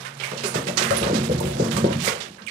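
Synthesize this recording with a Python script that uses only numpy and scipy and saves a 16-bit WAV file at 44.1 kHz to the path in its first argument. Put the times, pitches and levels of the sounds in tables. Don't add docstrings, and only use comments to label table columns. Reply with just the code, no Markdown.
import sys
import numpy as np
from scipy import signal
from scipy.fft import rfft, irfft
from scipy.io import wavfile
from scipy.ndimage import uniform_filter1d

SR = 44100
rng = np.random.default_rng(int(sys.argv[2]) if len(sys.argv) > 2 else 0)


def store_wav(level_fs):
    pcm = np.round(np.clip(np.atleast_2d(level_fs), -1, 1) * 32767)
    wavfile.write(sys.argv[1], SR, pcm.T.astype(np.int16))


N = 110250
t = np.arange(N) / SR


def undb(db):
    return 10 ** (np.asarray(db) / 20)


def unit(x):
    return x / np.sqrt(np.mean(x ** 2))


def curve(rows):
    return undb(np.interp(t, *np.array(rows).T))


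def tone_db(points, size):
    f = np.maximum(np.arange(size // 2 + 1) * SR / size, 1)
    p = np.array(points)
    return f, np.interp(np.log(f), np.log(p[:, 0]), p[:, 1], left=-60)


def shaped(noise, gain_db):
    return irfft(rfft(noise) * undb(gain_db), len(noise))


def filtered(x, order, edges_hz, kind="low"):
    return signal.sosfilt(signal.butter(order, edges_hz, kind, fs=SR, output="sos"), x)


def grains(size, grain_db):
    strength = np.minimum(rng.exponential(size=size // 8 + 1), 3.5)
    held = np.repeat(strength, 8)[:size]
    return rng.standard_normal(size) * undb(grain_db * held)


def burst(size, attack_s, decay_s):
    u = np.arange(size) / SR
    rise = (1 - np.exp(-u / max(attack_s, 1e-4))) ** 2
    e = rise * np.exp(-u / max(decay_s, 1e-3))
    return e / e.max()


def add(out, s, x):
    i = max(int(s * SR), 0)
    out[i:i + len(x)] += x[:N - i]


def walk(size):
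    return unit(uniform_filter1d(uniform_filter1d(rng.standard_normal(N), size), size))


PATCHY_DB = 2.5


def patchy(x):
    out = 0
    f = np.arange(len(x) // 2 + 1) * SR / len(x)
    octave = np.clip(np.round(np.log2(np.maximum(f, 1) / 700)), 0, 4)
    for k in range(5):
        steps = np.repeat(rng.standard_normal(len(x) // 256 + 1), 256)[:len(x)]
        flicker = uniform_filter1d(steps, 128)
        band = irfft(rfft(x) * (octave == k), len(x))
        out = out + undb(PATCHY_DB * flicker) * band
    return unit(out)


# (t/s, level/dB, colour f/Hz, colour lift/dB, colour width/octaves,
# tilt/dB per octave, attack/s, decay/s)
SLAP_EVENTS = [(0.0, -38, 5600, 10, 0.093, -0.5, 0.0052, 0.012),
               (0.046, -28.5, 1560, 10.5, 0.98, 1.5, 0.0031, 0.027),
               (0.197, -27, 3080, 9.5, 0.5, -0.5, 0.0022, 0.034),
               (0.233, -26, 2420, 11, 0.35, 2, 0.0035, 0.029),
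               (0.316, -25.5, 2500, 8, 0.35, -3.5, .0005, 0.0053),
               (0.371, -29, 3300, 26, 0.98, 5, 0.0013, 0.038),
               (0.432, -22.5, 1450, 0, 0.28, 0, 0.0047, 0.014),
               (0.456, -24, 9750, 11, 0.17, 2.5, 0.00091, 0.036),
               (0.536, -22, 2760, -1, 0.34, 0.5, 0.018, 0.017),
               (0.666, -23, 1290, -6, 1, -0.5, 0.003, 0.025),
               (0.771, -14.5, 4760, 5, .5, 1.5, 0.0004, 0.038),
               (0.82, -18.5, 1870, 7.5, 0.33, 2, 0.0018, 0.041),
               (0.905, -17, 1370, 17.5, 0.63, 4, 0.0008, 0.0084),
               (0.968, -17.5, 10130, 16, 0.13, 2, 0.00039, 0.012),
               (1.025, -22.5, 4130, 7.5, 0.22, -2, 0.0033, 0.019),
               (1.138, -22, 4900, 7.5, 0.43, 0.5, 0.0021, 0.042),
               (1.231, -31.5, 7000, 4, 0.79, 4, 0.0018, 0.027),
               (1.319, -33, 3520, 8, 0.24, 5, 0.0018, 0.012),
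               (1.40, -27, 910, 39, 0.21, 9.5, 0.0017, 0.0062),
               (1.443, -34, 5070, -16, 0.25, 4.5, 0.0056, 0.044),
               (1.582, -31.5, 4600, 20, 0.71, 8.5, 0.00056, 0.05),
               (1.641, -27, 1500, -1, 0.32, 3, 0.00054, 0.0099),
               (1.711, -23.5, 3260, 6.5, 0.23, 3, 0.00098, 0.033),
               (1.764, -20.5, 5000, 2, 0.93, 2.5, 0.00074, 0.018),
               (1.841, -26, 3700, 13, 0.3, -1.5, 0.0011, 0.0061),
               (1.922, -31, 2820, 13, 0.77, 0.5, 0.0047, 0.023),
               (1.991, -27.5, 3300, 16, 0.9, 3, 0.0049, 0.038),
               (2.009, -31, 2980, -1, 0.5, 7, 0.0079, 0.029),
               (2.029, -21, 6000, 0.5, 0.5, 3.5, 0.015, 0.025),
               (2.069, -21, 7000, 5, 0.8, -1.5, 0.0034, 0.012), (2.08, -19, 2110, 5, 1, 0, 0.001, 0.01),
               (2.091, -32.5, 2950, 4, 0.31, -0.5, 0.0035, 0.11),
               (2.203, -26, 4360, 14, 0.65, 0, 0.0007, 0.028),
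               (2.379, -40.5, 1480, 16, 0.69, -3, 0.0032, 0.037),
               (2.416, -39, 4170, 36, 1, -6.5, 0.0011, 0.011),
               (2.463, -36.5, 8660, 10, 0.15, 6.5, 0.0029, 0.007),
               (2.464, -31.5, 3060, 19, 0.25, 5, 0.00088, 0.0055),
               (2.478, -30, 2400, 22, 0.88, 4.5, 0.0034, 0.016)]
# (f/Hz, relative level per Hz/dB)
SLAP_SPECTRUM = [(180, 4), (300, -83), (354, -4.5), (509, -5.5), (553, -10), (781, -4), (2040, -6.5),
                 (3750, -11), (8280, -16.5), (15500, -36)]


def slaps():
    out, size = np.zeros(N), 8192
    f, base = tone_db(SLAP_SPECTRUM, size)
    for s, db, hz, lift_db, width, tilt_db, attack, decay in SLAP_EVENTS:
        lift = lift_db * np.exp(-.5 * (np.log2(f / hz) / width) ** 2)
        tilt = tilt_db * np.log2(f / 3000)
        drops = patchy(shaped(rng.standard_normal(size), base + lift + tilt))
        shape = burst(size, attack, decay)
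        add(out, s, undb(db) * unit(drops * shape) * np.sqrt(np.mean(shape ** 2)))
    return out


SMACK_SAG = 0.023
SMACK_SPLIT_HZ = 800
# (t/s, level/dB, starting f/Hz, attack/s, decay/s)
SMACK_EVENTS = [(0.236, -16.5, 2320, .001, 0.0022), (0.245, -20, 2400, 0.0011, 0.0014),
                (0.316, -20, 1210, 0.00057, 0.0014), (0.441, -27, 1130, 0.00048, .002),
                (0.555, -17.5, 420, 0.0011, 0.0035), (0.579, -19.5, 294, 0.00078, 0.0026),
                (0.786, -20, 3100, 0.00092, .002), (0.813, -26, 560, 0.00077, 0.0013),
                (0.822, -21, 1640, 0.00073, 0.0023), (0.909, -18.5, 600, 0.00051, 0.006),
                (1.131, -7.5, 280, 0.00076, 0.0026), (1.149, -16, 222, 0.0025, 0.0066),
                (1.186, -16.5, 207, 0.0013, 0.0045), (1.296, -17, 490, 0.0018, 0.0044),
                (1.312, -17.5, 502, 0.0016, 0.0058), (1.346, -18.5, 165, 0.0017, 0.003),
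                (1.404, -22, 896, 0.0018, 0.0062), (1.597, -10.5, 339, 0.00056, 0.0022),
                (1.605, -11, 337, 0.00053, 0.0012), (1.614, -13, 306, 0.00031, 0.0015),
                (1.767, -16, 1190, 0.00053, 0.0013), (1.8424, -8.5, 388, 0.00074, 0.0022),
                (1.848, -9.5, 403, .0008, 0.0017), (1.863, -15, 425, 0.0016, 0.002),
                (2.076, -10.5, 2110, 0.00082, 0.0018), (2.076, -18.5, 519, .001, 0.0023),
                (2.087, -27.5, 547, 0.00052, 0.0038), (2.473, -18, 2455, 0.0028, .002),
                (2.481, -20, 2250, .002, 0.0023)]


def smacks():
    out, u = np.zeros((2, N)), np.arange(4096) / SR
    for s, db, hz, attack, decay in SMACK_EVENTS:
        phase = 2 * np.pi * hz * (u - SMACK_SAG * u ** 2 / (2 * decay))
        smack = burst(len(u), attack, decay) * np.sin(phase)
        add(out[int(hz > SMACK_SPLIT_HZ)], s, undb(db) * smack)
    return out


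FIRST_PUSH = 1.8
THUMP_OFFSET_DB = 18
# (t/s, relative level/dB, centre f/Hz, width/octaves, attack/s, decay/s)
THUMP_EVENTS = [(0.317, -15.5, 428, 0.94, 0.0013, 0.11), (0.436, -13, 600, 0.98, 0.00089, 0.019),
                (0.553, -9, 362, 1.8, 0.0015, 0.041), (0.58, -41, 80, 0.73, 0.0048, 0.013),
                (0.681, -9, 597, 1.4, 0.0014, 0.027), (0.807, -9, 435, 1.9, 0.0021, 0.014),
                (0.859, -7.5, 85.5, 2.4, 0.012, 0.024), (0.994, 0, 74, 1.8, 0.007, 0.021),
                (1.448, -34, 80, 1.1, 0.0092, 0.037), (0.906, -5, 630, 0.68, 0.0011, 0.033),
                (1.016, 6, 350, 3.3, 0.012, 0.0026), (1.056, -3.5, 520, 1.6, 0.00311, 0.027),
                (1.086, -0.5, 457, 1.2, 0.006, 0.015), (1.07, -17, 795, 0.63, .006, 0.025),
                (1.6, -12, 850, 0.53, 0.0012, .03), (1.845, -10, 900, 0.36, 0.0011, 0.057),
                (0.911, -6, 1010, .8, 0.00085, 0.028), (2.29, -34.5, 129, 0.33, 0.00585, 0.014),
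                (2.401, -29, 128, .4, .006, 0.016), (1.132, -4.5, 292, 2, 0.00066, 0.052),
                (1.186, -7, 242, 0.43, 0.0016, 0.014), (1.242, -16, 130, 0.47, 0.0067, 0.037),
                (1.291, -5.5, 203, 4.5, 0.001, 0.029), (1.346, -6.5, 255, 1.1, 0.0021, 0.0078),
                (1.406, -5, 453, 0.58, 0.0014, 0.01), (1.43, -5, 225, 2.6, 0.0041, 0.039),
                (1.494, -10.5, 178, 1.6, 0.0032, 0.014), (1.544, -10, 320, 0.61, 0.0031, 0.054),
                (1.598, -0.5, 350, 1.86, 0.00084, 0.073), (1.65, -36, 129, 1.4, 0.0051, 0.0054),
                (1.726, -5.5, 167, 0.44, 0.00359, 0.027), (1.765, -6, 328, 2.5, 0.00092, 0.019),
                (1.822, -0.5, 180, 0.34, 0.003, 0.0014), (1.842, -2.5, 427, 1.7, 0.0012, 0.054),
                (1.899, -3.5, 450, 2.2, 0.0031, 0.012), (1.937, -3.5, 192, 0.29, 0.006, 0.007),
                (1.977, -32, 182, 0.4, 0.0015, 0.01), (2.042, -17.5, 206, 1.7, 0.0037, 0.015),
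                (2.11, -16, 477, 0.28, 0.00297, 0.049), (2.167, -34, 140, 0.35, 0.0044, 0.026),
                (2.286, -21.5, 219, 0.53, 0.0061, 0.0061), (2.4, -23.5, 194, 0.4, 0.0059, 0.02)]


def thumps():
    out, size = np.zeros(N), 4096
    for s, db, hz, width, attack, decay in THUMP_EVENTS:
        force = rng.standard_normal(size)
        force[:int(3 * attack * SR)] += FIRST_PUSH
        edges = hz * 2. ** np.array([-width / 2, width / 2])
        x = filtered(force * burst(size, attack, decay), 1, edges, "band")
        x = filtered(x, 1, edges[1])
        x = filtered(x, 1, edges[0], "high")
        add(out, s, undb(db - THUMP_OFFSET_DB) * x / x[:int(3 * decay * SR)].std())
    return out


SPRAY_GRAIN_DB, FLURRY_DB = 2.5, 1
# (t/s, level/dB)
SPRAY_LEVEL = [(0.0, -33.5), (0.14, -42.5), (0.27, -33.5), (0.38, -35), (0.77, -34.5), (0.92, -27),
               (0.99, -24.5), (1.2, -32.5), (1.42, -33.5), (1.99, -33), (2.1, -26), (2.22, -39),
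               (2.5, -50.5)]
# (f/Hz, relative level per Hz/dB)
SPRAY_SPECTRUM = [(300, -24), (500, -9), (800, 2.5), (1100, 2), (2000, 1), (4000, 0), (8140, -7.5),
                  (12000, -14.5), (15500, -39)]


def spray():
    _, base = tone_db(SPRAY_SPECTRUM, N)
    drops = patchy(shaped(grains(N, SPRAY_GRAIN_DB), base))
    return curve(SPRAY_LEVEL) * undb(FLURRY_DB * walk(size=900)) * drops


SHUFFLE_HZ, SHUFFLE_GRAIN_DB = 600, 7.5
# (t/s, level/dB)
SHUFFLE_LEVEL = [(0, -51), (.28, -49.5), (.6, -38.5), (.95, -31), (1.3, -32.5), (1.7, -32.5), (2.0, -36),
                 (2.18, -53), (2.27, -47), (2.5, -60)]


def shuffle():
    dull = filtered(grains(N, SHUFFLE_GRAIN_DB), 2, SHUFFLE_HZ)
    return curve(SHUFFLE_LEVEL) * unit(ring(dull))


# (f/Hz, relative level/dB, t60/s)
LOW_MODES = [(74, -24, 0.13), (86.5, -14, 0.3), (123.7, -17, 0.86), (136.2, -11, 0.93), (173, -18, 0.9),
             (186, 0, 0.66), (229.6, 7, 0.49), (330, -45, 0.52), (350, -3, 0.82), (374.2, 5, 0.44),
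             (468, 3, 0.35), (500.4, -5.5, 0.49), (579.5, 8, 0.11), (600, -9, 0.047), (690.5, 14, 0.084),
             (850, -17, 0.1)]


def ring(x):
    u = np.arange(SR // 2) / SR
    h = sum(undb(db - 60 * u / t60) * np.sin(2 * np.pi * hz * u) for hz, db, t60 in LOW_MODES)
    return signal.fftconvolve(x, h / np.sqrt(np.sum(h ** 2) * SR / 1200))[:N]


PREDELAY_S, ECHO_HOLD_S = 0.0036, .15
# (f/Hz, t60/s)
TILE_BANDS = [(200, 0.41), (500, 0.26), (1200, 0.22), (2800, 0.26), (6000, 0.078), (12000, 0.2)]


def echo(x):
    u, out, hold = np.arange(SR // 2) / SR, np.zeros((2, N)), int(ECHO_HOLD_S * SR)
    for i in range(-hold, N, hold):
        window = np.hanning(2 * hold)[max(-i, 0):N - i]
        part = x[max(i, 0):i + 2 * hold] * window
        noise = rng.standard_normal((2, len(u)))
        tails = 0
        for hz, t60 in TILE_BANDS:
            band = filtered(noise, 2, [hz / 3.25, min(hz * 1.42, 2e4)], "band")
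            tails = tails + band * undb(-60 * u / t60)
        tails = tails * (u > PREDELAY_S)
        for side, tail in zip(out, tails):
            add(side, max(i, 0) / SR, signal.fftconvolve(part, tail / np.sqrt(np.sum(tail ** 2))))
    return out


HUM_WAVER_HZ, HUM_THROB_DB = 3.67, 1.5
# (t/s, level/dB)
HUM_LEVEL = [(0, -45), (.3, -41), (.55, -36), (.75, -41.5), (1.3, -30), (2.0, -32), (2.2, -53), (2.5, -71)]
# (mean f/Hz, relative level/dB)
HUM_PARTIALS = [(113, -12), (137, 2)]


def hum():
    out = 0
    for hz, db in HUM_PARTIALS:
        phase = 2 * np.pi * np.cumsum(hz + HUM_WAVER_HZ * walk(size=2000)) / SR
        out = out + undb(db + HUM_THROB_DB * walk(size=1200)) * np.sin(phase)
    return curve(HUM_LEVEL) * out


ROOM_TONE_DB = -56
# (f/Hz, relative level per Hz/dB)
ROOM_SPECTRUM = [(30, -6), (70, -9), (130, -7), (300, 1), (520, 0), (900, -15), (3000, -7), (15500, -30)]


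def room_tone():
    _, base = tone_db(ROOM_SPECTRUM, N)
    return undb(ROOM_TONE_DB) * unit(shaped(rng.standard_normal(N), base))


MODES_DB, THUMP_DIRECT_DB = -10, -12
ECHO_DB, THUMP_ECHO_DB, SMACK_ECHO_DB = -1, -8.5, -8.5
LEFT_DIRECT_DB, LEFT_ECHO_DB = -8.5, 2
SHARED_BELOW_HZ = 443


def scene():
    dull, bright = smacks()
    wet, low = slaps() + bright, thumps()
    low_echo = echo(undb(THUMP_ECHO_DB) * low + undb(SMACK_ECHO_DB) * dull)
    echoes = undb(ECHO_DB) * echo(wet) + low_echo
    modes = undb(MODES_DB) * unit(ring(low)) * low.std()
    body = undb(THUMP_DIRECT_DB) * low + modes + dull + shuffle() + hum() + room_tone()
    left = undb(LEFT_DIRECT_DB) * wet + undb(LEFT_ECHO_DB) * echoes[0] + spray() + body
    right = wet + echoes[1] + spray() + body
    high = signal.butter(2, SHARED_BELOW_HZ, "high", fs=SR, output="sos")
    split = signal.sosfiltfilt(high, left - right)
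    return np.array([right + split, right])


COVER_HZ, COVER_Q = 600, 3.0
COVER_DB, COVER_LAG_S, LEAK_DB = -2.5, .0001, -40.5
LOWCUT_HZ, TOP_HZ, BOTH_DB = 66, 15600, -0.27


def record(dry):
    w = 2 * np.pi * COVER_HZ
    b, a = signal.bilinear([w * w], [1, w / COVER_Q, w * w], SR)
    covered = undb(COVER_DB) * signal.lfilter(b, a, dry[0])
    left = np.interp(t - COVER_LAG_S, t, covered) + undb(LEAK_DB) * dry[0]
    both = undb(BOTH_DB) * np.array([left, dry[1]])
    both = filtered(both, 8, LOWCUT_HZ, "high")
    return signal.sosfilt(signal.ellip(10, .2, 70, TOP_HZ, fs=SR, output="sos"), both)


dry = scene()
out = record(dry)
store_wav(out)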